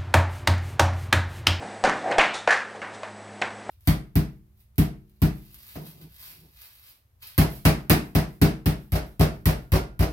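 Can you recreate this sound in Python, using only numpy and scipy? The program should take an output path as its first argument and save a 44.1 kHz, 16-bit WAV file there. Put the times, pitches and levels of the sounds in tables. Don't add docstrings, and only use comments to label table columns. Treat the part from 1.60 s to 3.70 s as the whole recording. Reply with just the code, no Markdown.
import sys
import numpy as np
from scipy import signal
from scipy.fft import rfft, irfft, next_fast_len
from scipy.io import wavfile
from scipy.ndimage import map_coordinates

SR = 44100
rng = np.random.default_rng(int(sys.argv[2]) if len(sys.argv) > 2 else 0)


def inscribe(sig):
    pcm = np.round(np.clip(np.atleast_2d(sig).T, -1, 1) * 32767)
    wavfile.write(sys.argv[1], SR, pcm.astype(np.int16))


N = 92610
T = np.arange(N) / SR

# start in seconds, level in dB, bass shelf in dB, emphasis centre in Hz,
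# emphasis width in octaves, emphasis in dB, treble shelf in dB, ringing in dB, reflections in dB,
# hardness of the first touch in dB.
CONTACTS = [(0.024, -31.5, 23.5, 800, 0.21, 10, 0.5, -6.5, -9.5, -4),
            (0.239, -14.5, 6.5, 616, 0.34, 15.5, 5, -7.5, -4, 16.5),
            (0.251, -17.5, 7.5, 775, 0.81, 6.5, 1, -2.5, 0, 15),
            (0.274, -16, 13.5, 640, 1, 8, -17, -31, -9, 16.5),
            (0.296, -19.5, -6, 1810, 0.37, 12, 6.5, -11, -11.5, 18),
            (0.316, -29.5, -7, 1500, 0.41, 3, -15, -5, -6, 11),
            (0.514, -25, 3, 790, 0.36, 4, -1, -2, -8.5, 9),
            (0.5832, -12, 0.5, 644, 0.32, 10.5, 0.5, -9, 0, 19),
            (0.592, -14, 0, 2430, 0.54, 16, -4, -19.5, 3, 6),
            (0.608, -21, 1, 800, 0.21, 3.5, -0.5, 2, 7.5, -8),
            (0.875, -11.5, -4, 570, 0.28, 9, -5, 0.5, -2.5, 13),
            (0.89, -16, -13, 1686, 0.23, 14, 0, 3.5, -4, 0),
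            (0.906, -17, -20, 1750, 0.1, 10, 1.5, 5.5, 6, 0),
            (0.925, -16.5, 0, 1590, 0.47, 6.5, 3.5, 3, 0.5, -3),
            (1.217, -25, -1.5, 1850, 0.38, 4.5, -7, -12.5, -2, 2),
            (1.433, -31.5, -8, 624, 0.15, 9.5, -3.5, -0.5, -5.5, 18),
            (1.8164, -24.5, 6.5, 900, 0.27, 2.5, -1.5, -4.5, -4, 19.5),
            (1.8211, -20, -3, 2750, 0.93, 13, -5.5, -20, -12.5, 2),
            (2.092, -30, 14.5, 715, 0.25, 9.5, -20, -2.5, -1.5, 8)]
# frequency in Hz, relative level in dB.
STICK_MODES = [(494, -7), (560, -5), (624, -4), (734, -4), (786, -4), (895, -5), (938, -8), (1451, -7),
               (1513, -1), (1577, -8), (1605, -5), (1661, -6), (1759, -1), (1908, -6), (2106, -6),
               (2425, -6)]
# frequency in Hz, relative density in dB per Hz.
BLOW_COLOUR = [(30, -26), (100, -21.5), (190, -10.5), (560, -3), (1100, -0.5), (2300, -6), (3200, -12.5),
               (7000, -21.5), (10000, -29.5)]
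CRACK_T60_S, CRACK_DB = 0.026, 4
RING_T60_S, RING_ATTACK_S = 0.24, 0.00085
RING_BLUR = 1.6
BASS_HZ, TREBLE_HZ = 410, 3380


def clacks():
    out = np.zeros(N)
    for (start, level_db, bass_db, peak_hz, octaves, peak_db, treble_db,
         ring_db, wall_db, strike_db) in CONTACTS:
        def touch(hz):
            bell = peak_db * emphasis(hz, peak_hz, octaves)
            bass = bass_db / (1 + (hz / BASS_HZ) ** 4)
            treble = treble_db * (1 - 1 / (1 + (hz / TREBLE_HZ) ** 4))
            return bell + bass + treble

        reflections = amp(wall_db) * walls()
        t = T[:len(reflections)]
        crack = amp(CRACK_DB) * decay(t, CRACK_T60_S) * rng.standard_normal(len(t))
        crack[0] += amp(strike_db)
        colour = causal(lambda hz: along(BLOW_COLOUR, hz) + touch(hz))
        blow = signal.fftconvolve(crack + reflections, colour)[:len(t)]

        ring = np.zeros(len(t))
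        for hz, mode_db in STICK_MODES:
            drift = RING_BLUR * np.cumsum(rng.standard_normal(len(t))) / np.sqrt(SR)
            phase = rng.uniform(0, 2 * np.pi) + drift
            mode_gain = amp(mode_db + touch(hz) - peak_db)
            ring += mode_gain * np.sin(2 * np.pi * hz * t + phase)
        ring *= decay(t, RING_T60_S) * (1 - np.exp(-t / RING_ATTACK_S))

        add(out, start, amp(level_db) * (blow + amp(ring_db) * ring))
    return out


# start in seconds, rise in seconds, fall by 40 dB in seconds,
# level in dB before reflections, resonance centre in Hz, resonance width in octaves.
CHATTERS = [(0.514, 0.0076, 0.045, -29.5, 2960, 0.73), (0.587, 0.029, 0.25, -18.5, 2670, 1),
            (0.876, 0.024, 0.22, -20.5, 1790, 0.2)]
RATTLE_PER_S, RATTLE_PEAK_DB = 1500, 25.5


def rattles():
    out = np.zeros(N)
    for start, rise, fall, level_db, centre_hz, octaves in CHATTERS:
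        ticks = (rng.random(N) < RATTLE_PER_S / SR) * rng.standard_normal(N)
        tube = causal(lambda hz: along(BLOW_COLOUR, hz) + RATTLE_PEAK_DB * emphasis(hz, centre_hz, octaves))
        chatter = unit(signal.fftconvolve(ticks, tube)[:N])
        out += stroke(start, rise, fall, level_db) * chatter
    return answered(out)


# start in seconds, level in dB.
OVERLOAD_THUMPS = [(0.239, -32.5), (0.272, -40), (0.585, -24), (0.875, -43)]
THUMP_S = 0.0087


def overload_thumps():
    out = np.zeros(N)
    u = T / THUMP_S
    pulse = 2 * u * (2 - u) * np.exp(-u)
    for start, level_db in OVERLOAD_THUMPS:
        add(out, start, amp(level_db) * pulse)
    return out


# start in seconds, rise in seconds, fall by 40 dB in seconds,
# level in dB before reflections.
SCUFF_STROKES = [(0.35, 0.1, 0.65, -35.5), (0.44, 0.044, 0.41, -31), (0.508, 0.0043, 0.05, -25),
                 (1.145, 0.011, 0.046, -30.5)]
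# frequency in Hz, relative density in dB.
SCUFF_COLOUR = [(40, -39), (450, -0.5), (750, 3), (1100, -12.5), (1800, -11), (3000, -27), (10000, -43.5)]


def scuffs():
    return friction(SCUFF_STROKES, SCUFF_COLOUR)


# start in seconds, rise in seconds, fall by 40 dB in seconds,
# level in dB before reflections.
SCRAPE_STROKES = [(0.33, 0.038, 0.39, -45.5), (0.733, 0.014, 0.13, -23.5), (1.15, 0.0082, 0.042, -43.5),
                  (1.325, 0.025, 0.049, -40.5)]
# frequency in Hz, relative density in dB.
SCRAPE_COLOUR = [(200, -16), (700, 4.5), (1500, 1), (2600, -12), (3600, 1.5), (4600, -8), (7500, -10),
                 (10000, -17.5)]


def scrapes():
    return friction(SCRAPE_STROKES, SCRAPE_COLOUR)


GRIT = 0.2


def friction(strokes, colour):
    force = sum(stroke(*row) for row in strokes)
    rubbing = unit(noise(colour) * np.exp(GRIT * wobble(500)))
    return answered(force * rubbing)


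# frequency in Hz, time to fall by 60 dB in seconds.
WALL_T60 = [(150, 0.62), (550, 0.36), (1500, 0.43), (9000, 0.31)]
WALL_BUILD_S, WALL_LUMP, WALL_WET = 0.0015, 0.22, 0.68


def walls():
    n = SR * 3 // 4
    hz, t, bands = signal.stft(rng.standard_normal(n), SR, nperseg=256)
    bands = bands * decay(t, along(WALL_T60, hz)[:, None])
    tail = signal.istft(bands, SR, nperseg=256)[1][:n]
    build = 1 - np.exp(-T[:n] / WALL_BUILD_S)
    lumps = np.exp(WALL_LUMP * wobble(340.2)[:n] - WALL_LUMP ** 2)
    return tail * build * lumps


def answered(dry):
    tail = walls()
    tail = tail / np.linalg.norm(tail)
    return dry + WALL_WET * signal.fftconvolve(dry, tail)[:N]


# frequency in Hz, relative density in dB per Hz.
AIR_COLOUR = [(20, -29), (130, -11.5), (200, -4), (560, 1), (760, 3), (1050, -6), (2000, -7), (2800, -15.5),
              (10000, -27.5)]
# time in seconds, level in dB before its small waver.
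AIR_LEVEL = [(0, -38.5), (.2, -41), (.7, -51.5), (1.05, -36), (1.55, -44), (2.1, -42)]
AIR_WAVER_DB = 0.7


def air():
    level_db = np.interp(T, *np.transpose(AIR_LEVEL)) + AIR_WAVER_DB * wobble(13.31)
    return noise(AIR_COLOUR) * amp(level_db)


# centre frequency in Hz, level in dB before its waver, scale of pitch wander in Hz.
HUM_TONES = [(105.3, -54, 1.28), (207.5, -52, 0.976), (7900, -62, 32)]
HUM_WAVER_DB = 1.5


def hum():
    out = np.zeros(N)
    for hz, level_db, width in HUM_TONES:
        level = amp(level_db + HUM_WAVER_DB * wobble(19))
        pitch = hz + width * wobble(6 * width)
        out += level * np.sqrt(2) * np.sin(2 * np.pi * np.cumsum(pitch) / SR)
    return out


HISS_DB = -61.5


def hiss():
    return amp(HISS_DB) * rng.standard_normal(N)


def amp(db):
    return 10 ** (np.asarray(db) / 20)


def unit(x):
    return x / np.sqrt(np.mean(x ** 2) + 1e-20)


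def along(points, hz):
    f, v = np.transpose(points)
    return np.interp(np.log(hz + 1), np.log(f + 1), v)


def emphasis(hz, centre_hz, octaves):
    return np.exp(-.5 * (np.log2((hz + 1) / centre_hz) / octaves) ** 2)


def decay(t, t60):
    return np.exp(-np.log(1000) * t / t60)


def stroke(start, rise, fall, level_db):
    swell = np.clip((T - start) / rise, 0, 1)
    dying = np.exp(-np.log(10) * np.maximum(T - start - rise, 0) / (fall / 2))
    return amp(level_db) * swell * dying


def wobble(rate):
    knots = rng.standard_normal(int(N * rate / SR) + 4)
    return map_coordinates(knots, [T * rate])


def filtered(x, response):
    m = next_fast_len(N + SR // 2)
    return irfft(rfft(x, m) * response(np.fft.rfftfreq(m, 1 / SR)), m)[:N]


def noise(colour):
    return unit(filtered(rng.standard_normal(N), lambda hz: amp(along(colour, hz))))


def causal(colour, size=4096):
    cepstrum = irfft(np.log(amp(colour(np.fft.rfftfreq(size, 1 / SR)))))
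    cepstrum[1:size // 2] *= 2
    cepstrum[size // 2 + 1:] = 0
    h = irfft(np.exp(rfft(cepstrum)))
    return h / np.linalg.norm(h)


def add(out, start, x):
    i = max(0, round(start * SR))
    out[i:i + len(x)] += x[:max(0, N - i)]


def scene():
    stick = clacks() + rattles()
    rubbing = scuffs() + scrapes()
    background = air() + hum() + hiss()
    mono = stick + overload_thumps() + rubbing + background
    return np.array([mono, mono])


GAIN_LIMIT_DB, GAIN_ATTACK_S, GAIN_RELEASE_DB_PER_S = -16, 0.0051, 16


def gain_control(x):
    k = np.exp(-1 / (GAIN_ATTACK_S * SR))
    power = signal.lfilter([1 - k], [1, -k], x ** 2)
    excess_db = np.maximum(10 * np.log10(power + 1e-12) - GAIN_LIMIT_DB, 0)
    recovery = GAIN_RELEASE_DB_PER_S * T
    cut_db = np.maximum.accumulate(excess_db + recovery) - recovery
    return x * amp(-signal.lfilter([1 - k], [1, -k], cut_db))


CLIP_TOP, CLIP_KNEE = 0.6, 4
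TOP_HZ = 10160


def record(dry):
    x = gain_control(dry.mean(axis=0))
    soft = x / (1 + np.abs(x / CLIP_TOP) ** CLIP_KNEE) ** (1 / CLIP_KNEE)
    mono = filtered(soft, lambda hz: np.clip((TOP_HZ - hz) / 150, 0, 1))
    return np.array([mono, mono])


dry = scene()
out = record(dry)
inscribe(out)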